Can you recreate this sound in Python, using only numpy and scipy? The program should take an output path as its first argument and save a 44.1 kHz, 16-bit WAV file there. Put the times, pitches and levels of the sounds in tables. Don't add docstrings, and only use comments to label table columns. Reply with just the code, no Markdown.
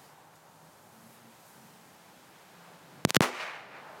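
import sys
import numpy as np
from scipy import signal
from scipy.fft import rfft, irfft
from scipy.io import wavfile
from scipy.ndimage import uniform_filter1d

SR = 44100
rng = np.random.default_rng(int(sys.argv[2]) if len(sys.argv) > 2 else 0)


def dump(signal):
    limited = np.clip(np.atleast_2d(signal).T, -1, 1)
    pcm = np.round(limited * 32767).astype(np.int16)
    wavfile.write(sys.argv[1], SR, pcm)


N = 176400


def undb(db):
    return 10 ** (np.asarray(db) / 20)


def curve(at, rows, column=1):
    rows = np.array(rows, float)
    return np.interp(at, rows[:, 0], rows[:, column])


def freqs():
    return np.maximum(np.arange(N // 2 + 1) * SR / N, 1)


def over_pitch(rows):
    return curve(np.log(freqs()), [(np.log(hz), value) for hz, value in rows])


def band(low_hz, high_hz):
    below = lambda hz: 1 / (1 + (freqs() / hz) ** 8)
    return np.sqrt(np.abs(below(high_hz) - below(low_hz)))


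def resonance(hz, width_hz):
    detuning = (freqs() - hz ** 2 / freqs()) / (1.06 * width_hz)
    return 1 / (1 + detuning ** 2)


def noise(gain, grain=0):
    white = rng.standard_normal(N) * undb(grain * np.minimum(rng.exponential(size=N), 6))
    shaped = irfft(rfft(white) * gain, N)
    return shaped / shaped.std()


def walk(rate_hz):
    size = int(SR / rate_hz)
    steps = np.repeat(rng.standard_normal(400), size)[:N]
    return uniform_filter1d(uniform_filter1d(steps, size), size) * np.sqrt(2)


def swell(t, rise, fall):
    return np.exp(-np.maximum(-t / rise, t / fall))


# (time [s], level [dB])
HISS_LEVEL = [(0, -62), (.05, -61.5), (.15, -66.5), (.31, -68), (.36, -65.5), (.42, -66.5), (.62, -65),
              (.72, -64), (.88, -64.5), (1.14, -63), (1.25, -64.5), (1.47, -61.5), (1.8, -63), (2.1, -64),
              (3.0, -65), (3.15, -69), (3.65, -72.5), (4, -65)]
# (frequency [Hz], relative level [dB])
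HISS_SPECTRUM = [(2000, -14.5), (4500, -1), (7000, 1.5), (10000, -1), (14000, -2), (16000, -6.5)]
# (peak time [s], level [dB], rise [s], fall [s])
SPURTS = [(1.15, -63, 0.18, .03), (1.48, -65, .07, 0.18)]
# (peak time [s], level [dB], fall [s], centre [Hz], bandwidth [Hz])
SPUTTERS = [(.04, -66, .05, 4800, 600), (.337, -60, .007, 1400, 1000), (.356, -59, .009, 6000, 8000)]

def smoulder(t):
    hiss = undb(curve(t, HISS_LEVEL)) * noise(undb(over_pitch(HISS_SPECTRUM)), grain=1.0)
    spurt_envelope = sum(undb(db) * swell(t - at, rise, fall) for at, db, rise, fall in SPURTS)
    spurts = spurt_envelope * noise(resonance(hz=11000, width_hz=7000))
    sputters = 0
    for at, db, fall, hz, width in SPUTTERS:
        envelope = undb(db) * swell(t - at, rise=.0015, fall=fall)
        sputters += envelope * noise(resonance(hz, width), grain=3)
    return hiss + spurts + sputters


# (frequency [Hz], relative level [dB])
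ROAD_SPECTRUM = [(90, 3), (140, 11.5), (220, 2), (300, 1), (380, -1), (480, -4.5), (600, -6), (850, -5.5),
                 (1200, -9.5), (1550, -9), (2000, -12), (3000, -15), (6000, -19.5), (12000, -22),
                 (16000, -23)]
# (time [s], bass level [dB], middle level [dB], treble level [dB])
ROAD_LEVELS = [(0, -63, -59, -64), (.3, -64.5, -60.5, -67.5), (.8, -64, -60, -67.5), (1.2, -64, -59, -63.5),
               (1.6, -62, -59, -64), (2.35, -63, -59, -62.5), (2.67, -63, -56, -61),
               (2.8, -60.5, -57.5, -62.5), (3.0, -54, -57, -60.5), (3.12, -68, -70, -66),
               (3.65, -62, -53.5, -62), (4, -60, -51.5, -60.5)]

def road(t):
    spectrum = undb(over_pitch(ROAD_SPECTRUM))
    bands = [(120, 500, .9), (500, 1500, .6), (1500, 5000, .3)]
    out = 0
    for column, (low_hz, high_hz, flutter_db) in enumerate(bands, start=1):
        roar = noise(spectrum * band(low_hz, high_hz))
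        out += roar * undb(curve(t, ROAD_LEVELS, column) + flutter_db * walk(17))
    return out


def wind():
    gusts = undb(-54.5 + 1.8 * walk(4))
    return gusts * noise(band(low_hz=18.5, high_hz=109.6) / freqs() ** 0.78)


# (start [s], end [s], start frequency [Hz], end frequency [Hz], nominal level [dB])
ENGINES = [(-.2, 1.3, 144, 180, -69.5), (1.5, 2.8, 174, 192, -68), (0.7, 1.7, 104, 131, -63),
           (.8, 1.45, 220, 232, -63.5), (1.3, 2.26, 225, 222, -69), (2.5, 3.1, 171, 176, -60)]

def engines(t):
    steady, flutter_hz, wander = .8, 26, 0.0052
    out = 0
    for start, end, start_hz, end_hz, db in ENGINES:
        progress = np.clip((t - start) / (end - start), 0, 1)
        hz = (start_hz + (end_hz - start_hz) * progress) * (1 + wander * walk(11.8))
        tone = np.exp(2j * np.pi * np.cumsum(hz) / SR)
        envelope = np.sqrt(np.abs(2 * np.sin(np.pi * progress)))
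        flutter = steady + (walk(flutter_hz) + 1j * walk(flutter_hz)) / 2
        out += envelope * undb(db) * np.real(flutter * tone)
    return out


def tyres(t):
    envelope = undb(-61.5 + 1.2 * walk(12)) * swell(t - 0.14, rise=0.16, fall=0.92)
    return envelope * noise(resonance(hz=870, width_hz=310))


# (time [s], relative peak pressure [ratio], duration [ms])
SHOCKS = [(3.05063, .62, .05), (3.10563, .84, .062), (3.14703, .78, .066), (3.15864, .68, .052),
          (3.16534, .26, .09), (3.16602, .68, .22), (3.16671, .8, .11), (3.20740, .12, .2)]
# (time [s], depth [re full scale], fall [ms], hold [s], recovery [ms])
SUCTIONS = [(3.05068, .70, .02, .0218, 10), (3.1530, .2, 13, .05442, .02), (3.16630, .2, .02, .04111, .02),
            (3.16682, .33, .02, .04058, .02)]
SHOCK_GAIN_DB, FRONT_CUTOFF_HZ = -2, 16300

def blast(t):
    step = lambda at: np.clip((t - at) * SR + .5, 0, 1)
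    fronts = sum(peak * (step(at) - step(at + ms / 1000)) for at, peak, ms in SHOCKS)
    pressure = undb(SHOCK_GAIN_DB) * fronts
    for at, depth, fall_ms, hold, recovery_ms in SUCTIONS:
        sink = np.clip((t - at) * 1000 / fall_ms, 0, 1)
        release = np.exp(-np.maximum(t - at - hold, 0) * 1000 / recovery_ms)
        pressure -= depth * sink * release
    return signal.lfilter(*signal.butter(2, FRONT_CUTOFF_HZ, fs=SR), pressure)


# (peak time [s], level [dB], rise [s], fall [s])
FLARES = [(3.096, -32.5, 0.006, 0.0047), (3.149, -35, .003, 0.0015), (3.16, -27.5, 0.0041, 0.0066)]
# (frequency [Hz], relative level [dB])
FLARE_SPECTRUM = [(100, -4), (500, 4.5), (2500, -1.5), (6000, -6), (11000, -14), (16000, -11)]

def flares(t):
    envelope = sum(undb(db) * swell(t - at, rise, fall) for at, db, rise, fall in FLARES)
    return envelope * noise(undb(over_pitch(FLARE_SPECTRUM)), grain=3)


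# (frequency [Hz], relative level [dB])
SCATTER_SPECTRUM = [(60, -24), (130, -13), (250, -7.5), (450, -2), (800, -2), (1200, -0.5), (1500, -6),
                    (1950, -3.5), (2400, -5.5), (4000, -14.5), (6000, -15), (8300, -19), (12000, -23),
                    (16000, -27)]
# (frequency [Hz], time to fall 60 dB [s])
SCATTER_T60 = [(100, 0.29), (300, 0.35), (1000, 0.3), (3000, 0.28), (8000, 0.24), (16000, 0.18)]
NEAR_ONSET_S, NEAR_RISE_S, SCATTER_HOLD_S, SCATTER_DB = 3.2165, 0.0027, 0.0065, -24

def near_scatter(t):
    spectrum = rfft(noise(undb(over_pitch(SCATTER_SPECTRUM)), grain=2.5))
    age = np.maximum(t - NEAR_ONSET_S - SCATTER_HOLD_S, 0)
    out = 0
    for hz, t60 in SCATTER_T60:
        share = over_pitch([(centre, float(centre == hz)) for centre, _ in SCATTER_T60])
        out += irfft(spectrum * share, N) * undb(-60 * age / t60)
    return undb(SCATTER_DB) * out * np.clip((t - NEAR_ONSET_S) / NEAR_RISE_S, 0, 1)


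# (frequency [Hz], relative level [dB], time to fall 60 dB [s])
RING_MODES = [(246.7, -2.5, 0.43), (363, -5.5, 0.66), (441, -7, 0.33), (508, -5, 0.51), (655, -9, 0.36),
              (768, -5, .35), (888, -5, 0.37)]
RING_GAIN_DB = -36

def near_ring(t):
    age = np.maximum(t - NEAR_ONSET_S, 0)
    phases = rng.uniform(0, 2 * np.pi, len(RING_MODES))
    ring = sum(undb(db - 60 * age / t60) * np.sin(2 * np.pi * hz * age + phase)
               for (hz, db, t60), phase in zip(RING_MODES, phases))
    return undb(RING_GAIN_DB) * ring * np.clip(age / NEAR_RISE_S, 0, 1)


# (peak time [s], level [dB], rise [s], fall [s], treble cut-off [Hz])
ECHOES = [(3.355, -40.5, 0.045, 0.082, 6130), (3.412, -35, 0.04, .06, 5000),
          (3.485, -40, 0.048, 0.041, 3650), (3.554, -42.5, 0.087, 0.081, 3360),
          (3.76, -48, 0.094, 0.087, 2530), (3.89, -49.5, 0.049, 0.082, 1460)]
# (frequency [Hz], relative level [dB])
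ECHO_SPECTRUM = [(100, -19), (300, -15.5), (550, -4), (800, 0), (1150, 0), (1500, -1), (1900, -1),
                 (2300, -0.5), (2850, -4.5), (3400, -10), (4500, -12), (8000, -17), (16000, -19.5)]
RIPPLE_DB, RIPPLE_SPACING_HZ = 2.5, 30

def far_echoes(t):
    ripple = np.interp(freqs() / RIPPLE_SPACING_HZ, np.arange(1000), rng.standard_normal(1000))
    spectrum = undb(over_pitch(ECHO_SPECTRUM) + RIPPLE_DB * ripple)
    out = 0
    for at, db, rise, fall, cutoff_hz in ECHOES:
        dulled = spectrum / np.hypot(1, (freqs() / cutoff_hz) ** 2)
        out += undb(db) * swell(t - at, rise, fall) * noise(dulled, grain=3.2)
    return out


def scene():
    t = np.arange(N) / SR
    explosion = blast(t) + flares(t) + near_scatter(t) + near_ring(t) + far_echoes(t)
    return (explosion + smoulder(t) + road(t) + wind() + engines(t) + tyres(t))[None]


CLIP_LIMIT, LOW_CUT_HZ, HIGH_CUT_HZ = 0.697, 146, 16000

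def record(dry):
    clipped = np.clip(dry, -CLIP_LIMIT, CLIP_LIMIT)
    low_cut = signal.butter(4, LOW_CUT_HZ, "high", fs=SR, output="sos")
    high_cut = signal.ellip(8, .05, 60, HIGH_CUT_HZ, fs=SR, output="sos")
    return signal.sosfiltfilt(high_cut, signal.sosfilt(low_cut, clipped))


dry = scene()
out = record(dry)
dump(out)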